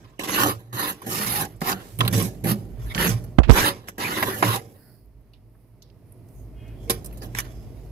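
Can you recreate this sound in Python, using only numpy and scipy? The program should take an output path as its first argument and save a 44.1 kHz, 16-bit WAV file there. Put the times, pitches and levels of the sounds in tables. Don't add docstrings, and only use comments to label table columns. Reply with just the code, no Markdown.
import sys
import numpy as np
from scipy import signal
from scipy.fft import rfft, irfft
from scipy.io import wavfile

SR = 44100
rng = np.random.default_rng(int(sys.argv[2]) if len(sys.argv) > 2 else 0)


def volts_from_decibels(level):
    exponent = np.asarray(level, float) / 20
    return 10 ** exponent


def waveform_to_disk(signal):
    frames = np.transpose(np.atleast_2d(signal))
    scaled = np.clip(frames, -1, 1) * 32767
    samples = np.round(scaled).astype(np.int16)
    wavfile.write(sys.argv[1], SR, samples)


N = 348831


def rms_one(x):
    return x / np.sqrt(np.mean(x ** 2) + 1e-20)


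def noise():
    return rng.standard_normal((2, N))


def in_time(rows):
    s, *columns = np.transpose(rows)
    return [np.interp(np.arange(N) / SR, s, column) for column in columns]


def at_hz(points, hz):
    points = np.array(points)
    return np.interp(np.log(hz), np.log(points[:, 0]), points[:, 1])


def drift(rate_hz):
    r = np.exp(-2 * np.pi * rate_hz / SR)
    white = rng.standard_normal(N + SR)
    return rms_one(signal.lfilter([1], [1, -2 * r, r * r], white)[SR:])


def response(spectrum, peaks):
    hz = np.maximum(np.fft.rfftfreq(8192, 1 / SR), 1)
    level_db = at_hz(spectrum, hz)
    for top_hz, width_hz, gain_db in peaks:
        level_db = level_db + gain_db / (1 + (2 * (hz - top_hz) / width_hz) ** 2)
    cepstrum = irfft(np.log(volts_from_decibels(np.maximum(level_db, -80))))
    cepstrum[1:4096] *= 2
    cepstrum[4097:] = 0
    out = irfft(np.exp(rfft(cepstrum)))[:4096]
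    return out / np.sqrt(np.sum(out ** 2))


def coloured(x, spectrum, peaks=()):
    return signal.oaconvolve(x, response(spectrum, peaks)[None], axes=1)[:, :N]


def band(x, low_hz, high_hz):
    sos = signal.butter(3, [low_hz, min(high_hz, .45 * SR)], "band", fs=SR, output="sos")
    return signal.sosfilt(sos, x) * np.sqrt(SR / 2 / (high_hz - low_hz))


def bursts(rows, grains):
    out = np.zeros((2, N))
    for rise, s, fall, peak_db, low_hz, high_hz in rows:
        at = slice(round((s - 2 * rise) * SR), min(round((s + 3 * fall) * SR), N))
        t = np.arange(at.start, at.stop) / SR - s
        bend = 2 if rise == fall else 1.3
        shape = volts_from_decibels(peak_db - 20 * np.where(t < 0, (t / rise) ** 2, np.abs(t / fall) ** bend))
        burst = rms_one(band(grains[:, at] * shape, low_hz, high_hz))
        out[:, at] += burst * np.sqrt(np.mean(shape ** 2))
    return out


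def crystals(per_s, spread_db, hiss):
    born = rng.random(N) < per_s * volts_from_decibels(2.2 * drift(40)) / SR
    sizes = born * volts_from_decibels(spread_db * np.minimum(rng.exponential(1, N), 4))
    breaks = rms_one(sizes * rng.choice([-1, 1], (2, N)))
    return rms_one(breaks + hiss * noise())


# start_s, dig_s, pull_s, level_db, pull_loss_db
STROKES = [(0, 0.00069, 0.22, -59, 12.5), (.192, 0.0036, 0.067, -34.5, 1), (0.274, 0.14, .1, -21, 9.5),
           (0.727, 0.068, .11, -30, 3), (1.0, 0.027, 0.029, -48, -3), (1.06, 0.06, .305, -30, 2),
           (1.405, .01, .038, -36.5, 0), (1.621, 0.059, 0.039, -26, -2), (1.994, 0.012, 0.099, -37, 8),
           (2.108, 0.036, .11, -31.5, 3), (2.439, 0.032, 0.047, -34, -1), (2.7, 0.11, 0.11, -58, -10.5),
           (2.94, 0.084, 0.09, -25, 5), (3.498, 0.066, .12, -21.5, 4), (3.873, 0.0092, 0.01, -35, 3.5),
           (3.98, 0.035, 0.17, -29.5, 4), (4.149, 0.037, 0.25, -30, 9), (4.427, 0.0031, 0.13, -27.5, 3),
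           (6.8, 0.031, 1.1, -59.5, 8.5), (6.898, 0.0043, 0.033, -34.5, 8.5),
           (7.214, 0.0085, 0.033, -43.5, 4.5), (7.359, 0.036, 0.0045, -28.5, -1)]
# lift_s, bowl_db (re crunch), wall_db (re crunch), panel_db (re wall), fineness_db
GRIP = [(.03, -14, -1.5, -13, -8), (.02, -7.5, -3, -12.5, 1), (0.043, -1.5, -6, -14.5, -2.5),
        (0.06, 0, -5.5, -13.5, -1), (.02, -7.5, 3.5, -5, 0.5), (0.015, 3, -4, 0, 3.5),
        (.015, -4.5, 1, -3, -0.5), (0.039, -4, -3.5, -7.5, -4), (0.021, -8.5, 9.5, 2, -7),
        (.06, 0.5, 7.5, 6, 6.5), (0.034, 4, 10, 5, 5.5), (.04, -2.5, 0.5, -0.5, -5),
        (0.047, -1.5, 0.5, 2.5, 3.5), (0.06, -5, -5.5, -12, -2), (0.019, -8, -6, -8, -2),
        (.04, -5.5, -3.5, -8.5, -3.5), (0.062, -1, -1, -8.5, -2), (0.046, -1.5, -3, -8, -3.5),
        (.1, -3, 7.5, -2, 3.5), (0.064, 3.5, 2, -3.5, 11.5), (0.046, -1, 5, -7, 2.5),
        (0.022, -4.5, -18, -9.5, 1.5)]


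def hand():
    entry_db, lift_db, powder_s, powder_db = 13, 21.5, 0.16, 18
    bowl_grows_db, free_share, wall_follows = 4, 0.5, 0.63
    t = np.arange(0, N + 32, 32) / SR
    powers, grip = np.full((3, len(t)), 1e-12), np.zeros((3, len(t)))
    for stroke, hold in zip(STROKES, GRIP):
        s, dig, pull, db, loss_db = stroke
        lift, bowl_db, wall_db, panel_db, fine_db = hold
        times = s + np.cumsum(np.abs([0, dig, pull, lift, powder_s, 2 * powder_s]))
        below = np.cumsum([-entry_db, entry_db, -loss_db, -lift_db, -powder_db, -60])
        shape = np.interp(t, times, below, left=-100)
        bowl = bowl_db + np.interp(t, times[[0, 2, 3]], [-bowl_grows_db, 0, -bowl_grows_db])
        power = volts_from_decibels(2 * (db + shape))
        powers += [power, power * volts_from_decibels(2 * bowl), volts_from_decibels(2 * (db + wall_db + wall_follows * shape))]
        grip += power * np.array([[panel_db], [free_share], [fine_db]])
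    rows = (*np.sqrt(powers), *grip / powers[0])
    return [np.interp(np.arange(N) / SR, t, row) for row in rows]


def box(x, t60_s, echo_db, rate_hz):
    fall = volts_from_decibels(-60 * np.arange(2048) / SR / t60_s)
    patterns = rng.standard_normal((3, 2, 2048)) * fall / np.sqrt(np.sum(fall ** 2))
    weights = np.array([drift(rate_hz) for _ in patterns])
    weights /= np.sqrt(np.sum(weights ** 2, axis=0))
    echoes = sum(signal.oaconvolve(x * w, p, axes=1)[:, :N] for w, p in zip(weights, patterns))
    return (x + volts_from_decibels(echo_db) * echoes) / np.sqrt(1 + volts_from_decibels(2 * echo_db))


# pitch_hz, level_db (per Hz)
CRUST = [(530, -19), (900, -4.5), (1070, -1.5), (1340, -2), (1850, -6.5), (3340, -10), (4120, -12),
         (8330, -17), (9000, -26), (11700, -44.5), (19800, -120)]
BOWL = [(7000, -40), (8200, -12), (10000, -5), (12500, -2.5), (15300, -11.5), (16200, -8)]
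WALL = [(82, -27), (140, -20.5), (178, -5), (226, -3.5), (291, 4), (567, -1.5), (674, -9.5), (1000, -17.5),
        (1300, -34.5), (2200, -120)]
PANEL = [(100, -34.5), (135, -11), (170, 1.5), (230, -6.5), (280, -5.5), (380, -46)]
# pitch_hz, width_hz, gain_db
CRUST_PEAKS = [(1070, 21, 4), (1820, 320, 2), (3030, 370, 2), (3706, 95, 2.5), (4050, 40, 1),
               (6210, 610, 2), (7600, 150, 4)]
BOWL_PEAKS = [(9290, 560, 6.5), (9960, 110, 3), (11326, 690, 19.5), (12900, 910, 5.5)]
WALL_PEAKS = [(179, 37, 8), (217, 75, 7), (303, 17, 4), (371, 16, 6.5), (460, 14, 5), (563.6, 8.8, 5.5),
              (776, 80, 12.5)]


def scraping(crunch_gain, bowl_gain, wall_gain, panel_db, free, fine_db):
    free = np.clip(free, 0, 1)
    breaks = crystals(3000.0, spread_db=3.0, hiss=0.76)
    chunks = crystals(500.0, spread_db=1.5, hiss=0.64)
    crust, wall, bowl, blows, snaps, ducking = knock_shapes(breaks)
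    catch = volts_from_decibels(1.2 * drift(23)) * ducking
    bright = breaks * (catch * bowl_gain + bowl)
    deep = chunks * (catch * wall_gain + wall) + blows

    crunch = coloured(breaks * (catch * crunch_gain + crust), CRUST, CRUST_PEAKS)
    coarse = signal.sosfilt(signal.butter(1, 2600, fs=SR, output="sos"), crunch)
    frost = coarse * volts_from_decibels(-fine_db / 2) + (crunch - coarse) * volts_from_decibels(fine_db / 2)
    ringing = coloured(bright * free, BOWL, BOWL_PEAKS)
    damped = coloured(bright * np.sqrt(1 - free ** 2), BOWL)
    edge = frost + snaps + ringing + damped

    drum = coloured(deep, WALL, WALL_PEAKS) + coloured(deep * volts_from_decibels(panel_db), PANEL)
    near = box(edge, t60_s=.005, echo_db=-5.0, rate_hz=8.9)
    echoed = box(near, t60_s=0.033, echo_db=-1.5, rate_hz=5.4)
    return echoed + drum / np.sqrt(1 + volts_from_decibels(2 * panel_db))


# time_s, hum_db, air_db
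CABINET = [(0, -56, -51.5), (.46, -59, -72), (.85, -60, -62), (1.33, -50, -50), (1.9, -50, -56.5),
           (2.05, -43, -44), (2.6, -47.5, -47.5), (2.87, -29, -45), (3.25, -46, -45.5), (3.64, -51, -50),
           (3.9, -57, -61), (4.9, -69, -55), (5.05, -49, -60), (5.75, -58.5, -58), (6.2, -58.5, -51),
           (6.37, -44.5, -49.5), (6.87, -40.5, -44.5), (7.91, -41, -46)]
# peak_s, level_db
SHOVES = [(.48, -29), (.75, -40), (1.09, -39), (1.36, -38), (2.02, -26), (2.16, -29.5), (2.47, -34),
          (3.13, -24.5), (3.64, -35), (4.23, -32), (4.47, -27)]
# pitch_hz, level_db (per Hz)
RUMBLE = [(15, -49.5), (25, -16.5), (118, -8), (177, -12), (405, -16), (570, -26), (618, -19), (1200, -56),
          (1560, -65), (2640, -120)]


def cabinet(wall_gain):
    boom_re_air_db, boom_re_wall_db, air_re_wall_db, cavity_lag_s = 2.5, -14, -13.5, 0.019
    shove_rise_db_per_s, shove_fall_db_per_s = 330.5, 150
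    hum_db, air_db = in_time(CABINET)
    r = np.exp(-1 / (cavity_lag_s * SR))
    pumped = signal.lfilter([1 - r], [1, -r], wall_gain)

    starts, peaks_db = np.array(SHOVES)[:, :1], np.array(SHOVES)[:, 1:]
    since = np.arange(0, N + 64, 64) / SR - starts
    slope_db = np.minimum(since * shove_rise_db_per_s, -since * shove_fall_db_per_s)
    shoves = volts_from_decibels(peaks_db + slope_db).sum(axis=0)
    shoved = np.interp(np.arange(N) / 64, np.arange(len(shoves)), shoves)

    phase = 2 * np.pi * np.cumsum(51 + 1.62 * drift(3)) / SR
    tone = np.sqrt(2) * np.sin(phase) * [[1], [0]]
    shake = coloured(noise(), [(25, -47.0), (38, -6.5), (55, 12.5), (70, -2.5), (90, -56.0)])
    boom = coloured(noise(), [(65, -45.5), (85, 2), (140, 2.0), (180, -40.0)],
                    [(107.0, 48, 13.5), (115.5, 16, 8.3)])
    air = coloured(noise(), RUMBLE)
    boom_gain = volts_from_decibels(air_db + boom_re_air_db) + volts_from_decibels(boom_re_wall_db) * pumped + shoved
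    air_gain = volts_from_decibels(air_db) + volts_from_decibels(air_re_wall_db) * pumped
    return volts_from_decibels(hum_db) * (0.71 * tone + 0.69 * shake) + boom_gain * boom + air_gain * air


# pitch_hz, level_db (per Hz)
HISS = [(530, -20), (900, -1), (1640, -11.5), (2070, -8.5), (2540, -12), (3550, -19), (5040, -16),
        (7310, -27.5), (11100, -15), (16000, -18.5)]


def room_hiss():
    air_db = in_time(CABINET)[1]
    level_db = -68 + 0.68 * (air_db + 52.5) + 0.51 * drift(4.1)
    return volts_from_decibels(level_db) * coloured(noise(), HISS)


# start_s,
# level_db, thud_db (re level), ring_db (re level), snap_hz
KNOCKS = [(0.192, -16.5, 2, -8, 2110), (0.234, -19, -6, -3, 2920), (0.4319, -10, -7, -21, 1060),
          (0.456, -20.5, -0.5, -7, 1090), (0.7276, -21.5, -13, -11, 1070), (1.0167, -29, -19.5, 1, 1130),
          (1.063, -37, 16, -2, 1850), (1.615, -13, 2.5, -4.5, 794), (1.987, -23, -1.5, 10, 2480),
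          (2.0045, -4.5, -0.5, -13, 3050), (2.049, -18, -11, -0.5, 2600), (2.0768, -7, -5, 0.5, 2430),
          (2.1261, -27, 5, 4.5, 1820), (2.4391, -28.5, 17.5, -4, 2070), (2.9474, -24, -4.5, -20, 1900),
          (2.978, -12, -12.5, -21, 2000), (3.238, -42, -21, 9.5, 5000), (3.884, -25.5, -9.5, 2.5, 1570),
          (3.9797, -25.5, 2.5, 0.5, 1640), (4.2248, -9.5, 0, -7.5, 1730), (4.424, -5.5, 0, -14, 1140),
          (2.01, -12, -5, -16, 1230), (3.495, -21, -19.5, -6, 3500), (6.875, -44, -10, -13, 2200),
        (6.8969, -11, 6.5, 7, 3380), (6.9052, -11, -2, 1.5, 4770), (7.0438, -32, -9, 7, 6700),
        (7.0577, -33, -10, 12.5, 6750), (7.1249, -47, -5, 7, 2200), (7.171, -42.5, -4.5, 6, 6500),
        (7.2164, -43, 7, -10, 4530), (7.3472, -18, -8.5, -17, 1820), (7.385, -11.5, -14, 2, 1870),
        (7.3999, -20, -21, -12, 1820)]


def knock_shapes(breaks):
    knock_t60_s, longer_per_thud, shorter_per_peak = 0.041, 0.36, 0.37
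    crust, wall, bowl, blows = np.zeros((4, N))
    ducking, snaps = np.ones(N), np.zeros((2, N))
    t = np.arange(SR // 4) / SR
    crack = 1 + 0.64 * np.exp(-t / 0.0032)
    fade_in = np.minimum(t / 0.0027, 1)
    for s, peak_db, thud_db, ring_db, snap_hz in KNOCKS:
        t60_s = knock_t60_s * volts_from_decibels(longer_per_thud * thud_db - shorter_per_peak * (peak_db + 22.0))
        at = slice(round(s * SR), round(s * SR) + SR // 4)
        fall = volts_from_decibels(peak_db - 10.0 - 60 * t / max(t60_s, .005)) * fade_in
        crust[at] += fall * volts_from_decibels(-5.0) * crack
        wall[at] += fall ** 0.89 * volts_from_decibels(thud_db + 0.037 * peak_db)
        bowl[at] += fall * volts_from_decibels(ring_db) * crack
        blows[at.start + 30] = volts_from_decibels(peak_db + thud_db + 1.0)
        burst = rms_one(fall * breaks[:, at]) * np.sqrt(np.mean(fall ** 2))
        snaps[:, at] += volts_from_decibels(3.0) * band(burst, snap_hz * .72, snap_hz * 1.236)
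        ducking[at.start - 500:at.start] = volts_from_decibels(-8.0 * np.hanning(1000)[:500])
    return crust, wall, bowl, blows * [[1], [.4]], snaps, ducking


# middle_s, half_length_s, level_db, pitch_hz
SLABS = [(0.203, .02, -38, 2840), (.5, .04, -33, 1100), (0.343, 0.034, -33, 4200), (0.36, 0.044, -30, 2800),
         (0.415, 0.037, -26.5, 1100), (0.466, 0.039, -29.5, 754), (0.807, 0.056, -36.5, 4120),
         (0.807, 0.076, -35.5, 1060), (0.813, 0.092, -38.5, 1850), (1.13, 0.08, -44, 1850),
         (1.385, 0.095, -33, 800), (1.42, 0.04, -35, 1600), (1.688, 0.082, -34, 759),
         (1.694, 0.034, -33.5, 1890), (1.725, 0.0091, -36, 4530), (2.915, 0.018, -37.5, 2110),
         (2.911, 0.022, -44, 3600), (2.995, 0.025, -30.5, 3000), (3.008, 0.035, -35, 965),
         (3.018, 0.044, -28, 1760), (3.06, 0.028, -31.5, 2600), (3.087, 0.011, -35.5, 1900),
         (3.567, 0.036, -27, 894), (3.599, .02, -31.5, 4100), (3.632, 0.036, -23, 1656),
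         (3.664, 0.042, -30.5, 3800), (3.668, 0.049, -31.5, 9170), (4.021, 0.047, -36.5, 943),
         (4.056, 0.025, -27, 2380), (4.161, .008, -40, 3800), (4.178, 0.013, -31, 2000),
         (4.227, 0.015, -26, 996), (4.308, .08, -38.5, 1830), (4.506, 0.056, -32.5, 1390),
         (4.53, 0.049, -37, 3840), (4.555, 0.032, -33, 784), (0.333, 0.033, -34, 6200),
         (0.845, .025, -35, 3800), (1.686, .04, -28, 12900), (1.713, .03, -30, 1500),
         (3.083, .03, -36, 6300), (4.157, 0.057, -41, 3720), (4.14, .05, -36.5, 2040),
         (7.225, .02, -48, 4850), (7.393, 0.016, -39, 5900)]
# start_s, decay_s, level_db, low_hz, high_hz
SNAPS = [(0.433, 0.0083, -20, 800, 1406), (0.4589, 0.013, -22.5, 600, 1290),
         (1.607, 0.043, -42.5, 1000, 15300), (1.728, 0.0065, -26, 2500, 5500),
         (2.007, .01, -17, 2600, 3600), (2.0075, 0.0048, -27, 5000, 15000), (2.0065, .018, -21, 1000, 1900),
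         (2.0775, 0.01, -23, 3200, 4530), (2.0778, 0.01, -25.5, 8000, 16000),
         (2.224, 0.0099, -24.5, 9500, 14000), (2.948, 0.0076, -24, 1500, 5800),
         (3.077, .008, -25, 600, 2800), (3.688, .01, -25.5, 3500, 4950), (4.2265, 0.02, -19, 500, 2200),
         (4.4255, .022, -18.5, 1500, 2700), (4.426, 0.022, -13, 700, 1400),
         (6.897, .025, -26.5, 1000, 8900), (6.905, .015, -26, 2000, 8900), (1.616, 0.014, -25.5, 600, 1950),
         (2.978, 0.014, -24.5, 1500, 3200), (3.885, 0.013, -34, 600, 2460),
         (4.561, 0.011, -27.5, 3000, 14100)]


def slabs():
    rings = [(half, s, half, db, hz * 0.933, hz * 1.07) for s, half, db, hz in SLABS]
    fractures = [(.001, *row) for row in SNAPS]
    return bursts(rings + fractures, crystals(5000.0, spread_db=2.5, hiss=1.4))


# peak_s, level_db, pitch_hz
SWINGS = [(.33, -37.5, 296), (.44, -28.5, 290), (.45, -32, 559), (.46, -35, 198.7), (0.501, -30, 107),
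          (1.21, -36, 208), (1.71, -35.5, 380), (1.741, -35, 190), (2.01, -31.5, 160), (2.04, -30, 117),
          (2.15, -25.5, 174), (2.16, -21.5, 107), (2.17, -32.5, 458), (2.19, -34, 339), (2.46, -27, 114.3),
          (2.47, -27, 204.7), (2.47, -33.5, 330), (2.53, -26.5, 209), (2.81, -33.5, 124),
          (3.071, -28.5, 184), (3.08, -33.5, 459), (3.65, -33.5, 368), (3.66, -31.5, 310), (3.69, -34, 560),
          (4.3, -32.5, 388), (4.44, -32.5, 183), (4.44, -32.5, 559), (4.45, -34.5, 301),
          (4.481, -30.5, 107), (6.906, -37, 464), (7.37, -34.5, 117)]


def swings():
    rise_s, fall_s = 0.026, 0.041
    out = np.zeros((2, N))
    for s, peak_db, hz in SWINGS:
        at = slice(round((s - 3 * rise_s) * SR), round((s + 3 * fall_s) * SR))
        t = np.arange(at.start, at.stop) / SR - s
        swell = np.exp(-(t / np.where(t < 0, rise_s, fall_s)) ** 2)
        out[0, at] += volts_from_decibels(peak_db + 3.0) * swell * np.sin(2 * np.pi * hz * t)
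    return out


# start_s, decay_s, level_db, low_hz, high_hz
TICKS = [(5.9, .008, -59, 2500, 5000), (5.335, .012, -52.5, 2700, 4400), (5.335, .006, -66, 9800, 12500),
         (5.345, .05, -67, 2200, 4500), (5.55, .01, -63, 830, 1700), (5.822, .014, -48.5, 3400, 6500),
         (5.83, .1, -65, 3400, 5400), (5.826, .008, -55, 11000, 13500), (5.058, 0.0074, -64, 11000, 15500),
         (5.21, 0.019, -70, 11000, 13000), (6.122, 0.0098, -50, 9000, 11800),
         (6.122, .006, -62, 3000, 18000), (6.287, .01, -60, 5000, 14500), (6.68, .03, -64, 3500, 14000),
         (1.562, .02, -58, 7000, 14000)]
# middle_s, half_length_s, level_db, low_hz, high_hz
TRICKLES = [(4.2, 0.15, -62, 1100, 2500), (4.85, 0.15, -68, 1400, 1960), (4.88, 0.19, -69, 4340, 5200),
            (4.84, 0.25, -61, 9600, 16000), (6.13, 0.11, -70, 9500, 12200), (5.62, .22, -74.5, 9300, 14000),
            (6.39, 0.072, -70.5, 6100, 6800), (6.83, 0.055, -68, 4000, 15000),
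            (6.36, 0.14, -64, 8900, 15500), (6.82, 0.086, -66, 3150, 3470), (6.68, .15, -63, 1300, 3000),
            (8.1, 0.12, -67, 700, 2300), (7.59, 0.092, -66.5, 4800, 5300), (1.88, 0.19, -57.5, 1000, 6800),
            (1.91, 0.19, -56, 8500, 15300)]


def settling():
    cracks = [(.001, *row) for row in TICKS]
    falls = [(row[1], *row) for row in TRICKLES]
    return bursts(cracks + falls, crystals(4200.0, spread_db=3.5, hiss=0.86))


# start_s, pressure_jump (full scale = 1)
SLIPS = [(3.3845, .5), (3.3855, 1.0), (3.3872, -3.2), (3.3893, 3.5), (3.404, .25), (3.4055, .25),
         (3.489, .3), (3.493, -.7), (3.495, -.6), (3.4966, 3.0), (3.4992, -2.2), (3.5005, .6),
         (3.5016, -2.2), (3.505, 3.8)]


def finger():
    port_hz, port_t60_s, port_cut_hz = 48, .085, 1200
    jumps = np.zeros(N)
    for s, jump in SLIPS:
        jumps[round(s * SR)] = jump
    r, w = volts_from_decibels(-60 / port_t60_s / SR), 2 * np.pi * port_hz / SR
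    rung = signal.lfilter([1, -r * np.cos(w)], [1, -2 * r * np.cos(w), r * r], jumps + 1e-18)
    rubbing = 1 + .3 * drift(600)
    return signal.sosfilt(signal.butter(2, port_cut_hz, fs=SR, output="sos"), rung * rubbing)


# start_s, decay_s, level_db, low_hz, high_hz
RUBS = [
    (3.385, 0.017, -23, 900, 3420),
    (3.39, 0.022, -41, 2500, 7980),
    (3.419, 0.0031, -47, 500, 3000),
    (3.4335, .035, -28, 500, 3500),
    (3.477, 0.005, -38, 500, 2500),
    (3.483, .03, -37, 600, 3800),
    (3.496, 0.013, -25.5, 800, 8000),
    (3.511, .015, -23, 1500, 8000),
    (3.419, 0.21, -18, 25, 70.9),
    (3.471, 0.039, -22, 59.9, 301),
]


def rubs():
    return bursts([(.001, *row) for row in RUBS], noise())[0]


# pitch_hz, level_db
HORN = [(2099, -76), (2159, -67), (2519, -63), (2869, -65), (3052, -82), (3235, -65)]


def horn():
    middle_s, width_s = 6.655, 0.099
    t = np.arange(N) / SR
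    swell = np.exp(-((t - middle_s) / width_s) ** 4) * [[1], [.5]]
    waver = np.cumsum(1 + .001 * drift(40)) / SR
    return swell * sum(volts_from_decibels(db + 2.5 * drift(20)) * np.sin(2 * np.pi * hz * waver) for hz, db in HORN)


# pitch_hz, coherence (0 to 1)
LIKENESS = [(60, 0.63), (130, 1), (290, 0.91), (640, 0.7), (1400, 0.72), (4000, 0.074), (15000, 0.2)]
# pitch_hz, left_minus_right_db
TILT = [(60, -3), (110, -4), (200, -4.5), (380, 0), (700, -5.5), (1290, -2), (2380, -2.5), (4400, -6),
        (8120, -9.5), (15000, -3.5)]
# pitch_hz, lag_share (1 = full lag)
LAG_SHARE = [(900, .35), (1800, 1.1), (3000, 1.003)]


def at_ports(pair, lag):
    hz = np.maximum(np.fft.rfftfreq(N + 257, 1 / SR), 1)
    shared, own = rfft(pair, N + 257)
    alike, tilt_db = np.clip(at_hz(LIKENESS, hz), 0, 1), at_hz(TILT, hz)
    shared, own = shared * np.sqrt((1 + alike) / 2), own * np.sqrt((1 - alike) / 2)
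    delay = np.exp(-2j * np.pi * hz * lag * at_hz(LAG_SHARE, hz) / SR)
    left = (shared + own) * volts_from_decibels(tilt_db / 2) * delay
    right = (shared - own) * volts_from_decibels(-tilt_db / 2)
    return irfft([left, right], N + 257)[:, :N]


def scene():
    strokes = hand()
    spoon = scraping(*strokes) + slabs() + swings()
    around = cabinet(strokes[2]) + room_hiss() + settling() + horn()
    pressed = np.clip(finger(), -.93, .93) + rubs()
    return at_ports(spoon, lag=20) + at_ports(around, lag=0) + pressed * [[0], [1]]


def roll_off(x):
    return signal.sosfilt(signal.butter(12, 17000, fs=SR, output="sos"), x)


def record(dry):
    clipped = np.clip(dry, -.98, .98)
    cut = signal.sosfilt(signal.cheby2(12, 45, 16100, fs=SR, output="sos"), clipped)
    return roll_off(cut)


dry = scene()
out = record(dry)
waveform_to_disk(out)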